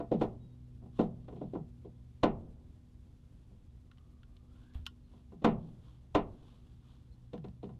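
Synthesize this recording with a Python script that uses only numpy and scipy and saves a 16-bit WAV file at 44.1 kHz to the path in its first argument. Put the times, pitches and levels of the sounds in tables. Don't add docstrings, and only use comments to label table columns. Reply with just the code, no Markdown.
import sys
import numpy as np
from scipy import signal
from scipy.fft import rfft, irfft
from scipy.io import wavfile
from scipy.ndimage import uniform_filter1d

SR = 44100
rng = np.random.default_rng(int(sys.argv[2]) if len(sys.argv) > 2 else 0)


def file_out(sig):
    cols = np.atleast_2d(sig).T
    lim = np.clip(cols, -1, 1)
    pcm = np.round(lim * 32767).astype(np.int16)
    wavfile.write(sys.argv[1], SR, pcm)


N = 343539
TIME = np.arange(N) / SR

# start in seconds, strength in dB, extra boom near 190 Hz in dB,
# extra thock of the contact near 380 Hz in dB, bending wave in dB relative to its base level,
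# contact time in seconds, extra bite near 3 kHz in dB, pitch of the struck panel in Hz.
BLOWS = [(0, -18, -2, 0, -22, 0.013, -4, 690), (.114, -6.5, 5.5, 4.5, 1.5, 0.037, 6.5, 513),
         (.211, -4.5, -4.5, 8, -24, 0.02, 0, 546), (0.821, -37.5, 14, 5, 9, .021, -4, 380),
         (.858, -41, 14.5, 11, -5, 0.015, -2, 840), (.990, -3.5, 5, -3, -11, .026, 0.5, 497),
         (1.281, -27.5, -4, 3, 6, 0.011, 1.5, 554), (1.323, -31, 0, 19, 4, 0.021, 1, 363),
         (1.358, -32.5, 13.5, 18, 16, 0.029, 10, 319), (1.41, -19, 6, -2.5, 0, 0.034, 0, 360),
         (1.531, -20, 2.5, 13, 5, 0.039, 6.5, 327), (1.552, -19, 8, -2, 2.5, 0.016, -12, 303),
         (1.846, -31, 7, 11.5, -3, 0.035, 8, 326), (2.2331, 3, -2.5, 0, -9.5, .014, 3, 1020),
         (3.51, -47, 19.5, 4, -4.5, 0.033, -12, 378), (5.135, -41, 7, -2, -5, .017, -6, 364),
         (5.32, -35, 15, 17, 13.5, .015, -2, 370), (5.418, -26.5, 7, 1, 0, 0.028, 9, 1120),
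         (5.445, 1.5, 3.5, -6, -7, 0.0088, 2.5, 227), (6.149, -.5, -6.5, 3, -19, 0.01, 3, 1010),
         (7.332, -22.5, 5, 7, 10.5, 0.022, 8.5, 460), (7.442, -28, 12.5, 17.5, 6, .014, 5, 250),
         (7.629, -25, 13, 19, 3.5, 0.023, 9, 370), (7.691, -34, 3, 8, 0, 0.01, -1, 1040)]
# frequency in Hz, relative level in dB.
CONTACT_NOISE = [(100, -8.5), (400, 15), (1050, 5), (1450, -5), (1600, -11.5), (2800, -1.5), (4200, -4.5),
                 (4600, -15.5), (7000, -20.5), (11000, -37.5), (15000, -43.5)]


def amp(db):
    return 10 ** (np.asarray(db) / 20)


def unit(x):
    return x / np.sqrt(np.mean(x ** 2) + 1e-20)


def at_hz(points, hz):
    f, value = np.transpose(points)
    return np.interp(np.log(hz + 1), np.log(f), value)


def add(mix, s, sound):
    part = mix[max(0, round(s * SR)):][:len(sound)]
    part += sound[:len(part)]


def noise(spectrum, size):
    hz = np.fft.rfftfreq(size, 1 / SR)
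    return unit(irfft(rfft(rng.standard_normal(size)) * amp(at_hz(spectrum, hz)), size))


def drift(rate, size=N):
    hz = np.fft.rfftfreq(size, 1 / SR)
    return unit(irfft(rfft(rng.standard_normal(size)) * np.exp(-(hz / rate) ** 2), size))


def colour(x, spectrum, size=4096):
    log_gain = np.log(amp(at_hz(spectrum, abs(np.fft.fftfreq(size, 1 / SR)))))
    taps = np.fft.ifft(np.exp(np.conj(signal.hilbert(log_gain)))).real
    return signal.fftconvolve(x, taps[:size // 2])[:len(x)]


def surroundings(air_db=-56, swell_db=1, lap_db=2.0):
    # frequency in Hz, relative level in dB per Hz.
    air_spectrum = [(8.8, -46.5), (15, -12), (69, 5.5), (124, -6.5), (147, -6), (248, -16.5), (270, -24),
                    (303, -22), (331, -30), (371, -19), (454, -35.5), (495, -28.5), (701, -38.5),
                    (4210, -45.5), (12500, -53.5), (13400, -76)]
    murmur_db, rock_db, settle_db_per_s = -75, -70.5, 22
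    air = noise(air_spectrum, N) * amp(air_db + swell_db * drift(18))
    hull = signal.fftconvolve(rng.standard_normal(N), panels(np.arange(SR // 2) / SR))[:N]
    power = amp(murmur_db) ** 2
    for s, db, *_ in BLOWS:
        rocking_db = rock_db + db - settle_db_per_s * abs(TIME - s)
        power = power + (TIME > s) * amp(rocking_db) ** 2
    return air + unit(hull) * np.sqrt(power) * amp(lap_db * drift(18))


def motor(shaft_hz=61, wander=0.0045):
    # time in seconds, level of orders 1 and 2 in dB,
    # level of the higher orders in dB, both before each order's own level.
    hum_level = [(0.0, -52, -68.5), (1.58, -52, -61.5), (2.15, -55, -72), (2.799, -65.5, -70),
                 (3.51, -61, -78), (4.768, -64, -66.5), (5.14, -66, -70), (5.62, -53, -68),
                 (5.84, -56.5, -77), (6.513, -64, -72), (7.64, -52.5, -75.5), (7.79, -50.5, -68)]
    # multiple of the shaft rate, relative level in dB.
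    orders = [(1, -13), (2, -2.5), (4, 2.5), (5, -14.5), (6, -17.5), (7, -22)]
    turns = np.cumsum(shaft_hz * (1 + wander * drift(3))) / SR
    s, low_db, upper_db = np.transpose(hum_level)
    out = np.zeros(N)
    for k, db in orders:
        level_db = np.interp(TIME, s, low_db if k <= 2 else upper_db)
        out += amp(level_db + db) * np.sin(2 * np.pi * (k * turns + rng.random()))
    return np.sqrt(2) * out


def bird(gain_db=-3, quaver=0.004, taper=0.32, echo_s=0.012, echo_db=-5):
    # start in seconds, length in seconds, pitch at the ends in Hz,
    # level in dB before the common gain, bend of the pitch arch as a share (negative dips).
    notes = [(.395, 0.083, 3840, -79, -.003), (0.48, 0.071, 3840, -80, -0.018),
             (5.033, .038, 3950, -82, 0.07), (7.114, 0.032, 3800, -75, 0.136)]
    out = np.zeros(N)
    for s, length, hz, db, arch in notes:
        t = np.arange(0, length, 1 / SR)
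        bend = 1 + arch * np.sin(np.pi * t / length)
        pitch = hz * bend * (1 + quaver * drift(200)[:len(t)])
        envelope = amp(gain_db + db) * signal.windows.tukey(len(t), taper)
        note = np.sin(2 * np.pi * np.cumsum(pitch) / SR) * envelope
        add(out, s, note)
        add(out, s + echo_s, amp(echo_db) * note)
    return out


def scuffs_and_rustles(grain_db=2.0, fidget_db=-87):
    # frequency in Hz, relative level in dB.
    rub_spectrum = [(400, 1), (1100, 11.5), (2000, -5), (3400, 8), (5000, -6.5), (11500, -16), (14000, -31)]
    # middle in seconds, width in seconds, peak level in dB.
    strokes = [(0.231, 0.065, -62.5), (1.01, 0.09, -64.5), (1.395, 0.32, -84), (4.617, 0.21, -79.5),
               (5.15, 0.12, -81.5), (5.662, 0.15, -82), (5.888, 0.16, -76), (6.488, 0.25, -74.5),
               (6.716, 0.11, -83), (6.918, 0.17, -75.5)]
    rubbing = amp(fidget_db)
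    for s, length, db in strokes:
        rubbing = rubbing + amp(db) * np.exp(-(2 * (TIME - s) / length) ** 2)
    return rubbing * unit(noise(rub_spectrum, N) * amp(grain_db * drift(130)))


def line(width_hz=120):
    # time in seconds, pitch of its swish in Hz, level in dB.
    pull = [(3.8, 1154, -94), (4.0, 1188, -83), (4.28, 1130, -89), (4.471, 1220, -85.5), (4.568, 1430, -82),
            (4.68, 1590, -78.5), (4.77, 1660, -81), (4.82, 1680, -110)]
    s, hz, db = np.transpose(pull)
    carrier = np.exp(2j * np.pi * np.cumsum(np.interp(TIME, s, hz)) / SR)
    swish = unit((carrier * (drift(width_hz) + 1j * drift(width_hz))).real)
    return np.interp(TIME, s, amp(db), left=0, right=0) * swish


def boot(t60=0.13, rise=0.00095, scuff_t60=0.23, scuff_lead=0.009):
    # start in seconds, level of the thud in dB, pitch in Hz,
    # level of the sole's scuff in dB.
    footfalls = [(4.754, -30, 63, -60), (4.793, -34.5, 72.8, -87)]
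    # frequency in Hz, relative level in dB.
    sole = [(100, -29), (700, 8.5), (1500, 0), (2200, -6.5), (3400, 0.5), (5000, -19), (14000, -21)]
    t, out = np.arange(SR // 2) / SR, np.zeros(N)
    for s, db, hz, scuff_db in footfalls:
        scuff = noise(sole, len(t)) * amp(scuff_db - 60 * t / scuff_t60)
        add(out, s - scuff_lead, scuff)
        envelope = amp(db - 60 * t / t60) * (1 - np.exp(-t / rise))
        add(out, s, envelope * np.sin(2 * np.pi * hz * t))
    return out


def reel(ring_db=-6, snap_db=5, snap_t60=0.021, echo_db=-18, echo_t60=0.13, gap_db=-11, soften=0.16,
         fade_s_per_db=0.17):
    # start in seconds, peak level in dB, low body modes in dB,
    # pitch of the catch in Hz.
    clicks = [(3.9143, -53, 14, 2600), (3.974, -62, 11, 3000), (3.983, -59, 13, 3150),
              (4.2325, -54, 15, 3400), (4.367, -56.5, 2, 4050), (4.737, -60, -3, 6300),
              (4.8564, -55, -10, 3600), (4.8648, -30, 9, 3150), (4.87, -40, 7.5, 3000),
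              (7.3786, -54, 11, 4070), (7.4834, -63, 4, 4000)]
    # frequency in Hz, relative level in dB, 60 dB decay time in seconds.
    frame_modes = [(1090, -3.5, 0.069), (1413, -2, 0.083), (1895, -9, .1), (2950, -1, .09), (3155, -6, .1),
                   (5238, -6, 0.077)]
    # frequency in Hz, relative level in dB.
    snap_spectrum = [(500, -46), (1000, -9), (2000, -4.5), (3000, 0.5), (5000, -8), (8000, -17.5),
                     (15000, -25)]
    catch_db, catch_width = 5.5, 1.6
    t, out = np.arange(SR // 4) / SR, np.zeros(N)
    hardest_db = max(row[1] for row in clicks)
    for s, db, body_db, catch_hz in clicks:
        gentle_db = hardest_db - db
        soft_db = soften * gentle_db
        ring = np.zeros(len(t))
        for hz, mode_db, t60 in frame_modes:
            ring += amp(mode_db - 60 * t / t60) * np.sin(2 * np.pi * (hz * t + rng.random()))
        ring = amp(ring_db - soft_db) * ring / abs(ring).max()
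        snap_decay = amp(snap_db - 60 * t / snap_t60) + amp(echo_db - 60 * t / echo_t60)
        snap = noise(snap_spectrum, len(t)) * snap_decay
        catch = [(catch_hz / catch_width, -catch_db), (catch_hz, 0), (catch_hz * catch_width, -catch_db)]
        snap = colour(snap, catch)
        fade = 0.5 - np.exp(-t / (fade_s_per_db * (1.5 + gentle_db)))
        frame = [(450, -14), (900, body_db), (1550, body_db), (2350, gap_db + 2 * soft_db),
                 (2800, 2.5), (8000, -soft_db)]
        click = colour(fade * (ring + snap), frame)
        add(out, s, amp(db) * click / abs(click).max())
    return out


def panels(t, drag=0.0065, struck_hz=1, focus_db=0, travel=0.0022, swell_share=0.086, scatter=1.0,
           spot_db=1.68):
    # frequency in Hz, level in dB, 60 dB decay time in seconds (capped below).
    hull_modes = [(142, -33, 0.16), (163.1, -39, 0.62), (184.9, -30, 0.31), (206.8, -30.5, .3),
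                  (226.1, -24, 0.29), (253, -39, 0.23), (293.3, -18, 0.15), (323.8, -23.5, .17),
                  (375, -33.5, 0.32), (401.7, -25, 0.21), (424.2, -25.5, .16), (485.7, -22.5, 0.17),
                  (522.5, -26, 0.12), (591, -36.5, 0.22), (610, -27.5, 0.15), (678, -30.5, 0.21),
                  (738.8, -27.5, 0.17), (781, -36.5, 0.19), (816, -34.5, .2), (938.5, -33.5, 0.13),
                  (999, -37.5, 0.15), (1022, -31, 0.12), (1115, -38.5, 0.12), (1194, -44, 0.11),
                  (1360, -44, .18), (1472, -41, 0.13), (1846, -46.5, .18), (2064, -47.5, .18),
                  (2275, -51, 0.076), (2454, -50.5, 0.091), (2780, -44.5, 0.17), (3580, -43, .11),
                  (4320, -52, 0.045)]
    focus_octaves = .08
    out = np.zeros(len(t))
    for hz, db, t60 in hull_modes:
        slowness = np.sqrt(hull_modes[0][0] / hz)
        age = np.maximum(t - travel * slowness, 0)
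        swell = 1 - np.exp(-age / (swell_share * drag * slowness))
        ring_time = min(t60, 450 / hz)
        near = np.exp(-(np.log2(hz / struck_hz) / focus_octaves) ** 2)
        mode_db = db + focus_db * near + spot_db * rng.standard_normal()
        size = amp(mode_db - 60 * age / ring_time)
        out += swell * size * np.sin(2 * np.pi * hz * age + scatter * rng.standard_normal())
    return out


def clatter(t, rise=0.00069):
    # frequency in Hz, relative level in dB.
    crowd = [(60, -7), (130, -7), (300, -12.5), (700, -7), (1100, -9.5), (1450, -10.5), (1550, -17),
             (2700, -15), (4250, -25.5), (4600, -30), (7000, -35.5), (11000, -49), (15000, -68)]
    # frequency in Hz, 60 dB decay time in seconds.
    ring_times = [(100, 1), (500, 0.45), (1300, 0.21), (3000, 0.17), (6000, 0.11), (12000, 0.036)]
    hz, age, bands = signal.stft(noise(crowd, len(t)), SR, nperseg=256)
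    decay = amp(-60 * age / at_hz(ring_times, hz)[:, None])
    ring = signal.istft(bands * decay, SR)[1][:len(t)]
    return ring * (1 - np.exp(-t / rise))


def chatter(t, drag, rise_share=0.077, stop=1.29, judder_db=4, judder_rate=350):
    judder = amp(judder_db * np.tanh(drift(judder_rate, len(t))))
    taps = unit(noise(CONTACT_NOISE, len(t)) * judder)
    return taps * (1 - np.exp(-t / (rise_share * drag))) * np.exp(-(t / drag) ** stop)


def flex(t, start_hz=247.4, end_hz=99.7, sink_s=.08, level_db=-29.5, peak_s=0.06):
    hz = end_hz + (start_hz - end_hz) * np.exp(-t / sink_s)
    swell = (t / peak_s) ** 3 * np.exp(3 - 3 * t / peak_s)
    return amp(level_db) * swell * np.sin(2 * np.pi * (np.cumsum(hz) / SR + rng.random()))


def knocks(panel_db=-1.0, clatter_db=-32, chatter_db=-26, loosen=0.15, after_db=-45, after_t60=1.0,
           body_hz=380, graze_db=-42, graze=0.005, drag_share=0.9, push_share=.09):
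    # frequency in Hz, relative level in dB.
    after_ring = [(60, -19.5), (160, 19.5), (400, 1.5), (800, -7), (1400, -21), (2000, -32), (3000, -35),
                  (8000, -58.5)]
    t, out = np.arange(SR) / SR, np.zeros(N)
    fittings = clatter(t)
    for s, db, boom_db, body_db, flex_db, contact_s, bite_db, struck_hz in BLOWS:
        drag = drag_share * contact_s
        clang_db = 7 - 500 * contact_s
        crack_db = 2 - 660 * contact_s
        after = noise(after_ring, len(t)) * amp(after_db - 60 * t / after_t60) * (1 - np.exp(-t / 0.078))
        focus_db = 4 - 0.12 * db
        plating = amp(panel_db) * panels(t, drag, struck_hz, focus_db)
        ring = plating + amp(clatter_db + loosen * db) * fittings + after
        contact = [(100, 0), (190, boom_db), (280, 0), (640, 0), (1200, clang_db),
                   (3000, crack_db + bite_db)]
        push = 1 - np.exp(-t / (push_share * contact_s))
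        thock = colour(chatter(t, drag), [(220, 0), (body_hz, body_db), (620, 0)])
        add(out, s, amp(db) * colour(push * ring + amp(chatter_db) * thock, contact))
        add(out, s, amp(db + flex_db) * flex(t))
        graze_swell = (t / graze) ** 2 * np.exp(2 - 2 * t / graze)
        touch = noise(CONTACT_NOISE, len(t)) * graze_swell
        add(out, s - graze, amp(db + graze_db) * colour(touch, contact))
    return out


def scene():
    background = surroundings() + motor() + bird()
    handling = scuffs_and_rustles() + line() + boot() + reel()
    return (background + handling + knocks())[None]


def record(dry, threshold_db=-20.5, recovery_db=18, ceiling_db=-15, edge_hz=15400):
    power_db = 10 * np.log10(abs(uniform_filter1d(dry[0] ** 2, size=400)) + 1e-12)
    fall = TIME * recovery_db
    excess_db = np.maximum(power_db - threshold_db, 0)
    duck_db = np.maximum.accumulate(excess_db + fall) - fall
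    ducked = dry * amp(-duck_db)
    overload = ducked / amp(ceiling_db)
    held = ducked / (1 + overload ** 6) ** (1 / 6)
    lowpass = signal.firwin(511, edge_hz, window=("kaiser", 9), fs=SR)
    return signal.oaconvolve(held, lowpass[None], "same")


dry = scene()
out = record(dry)
file_out(out)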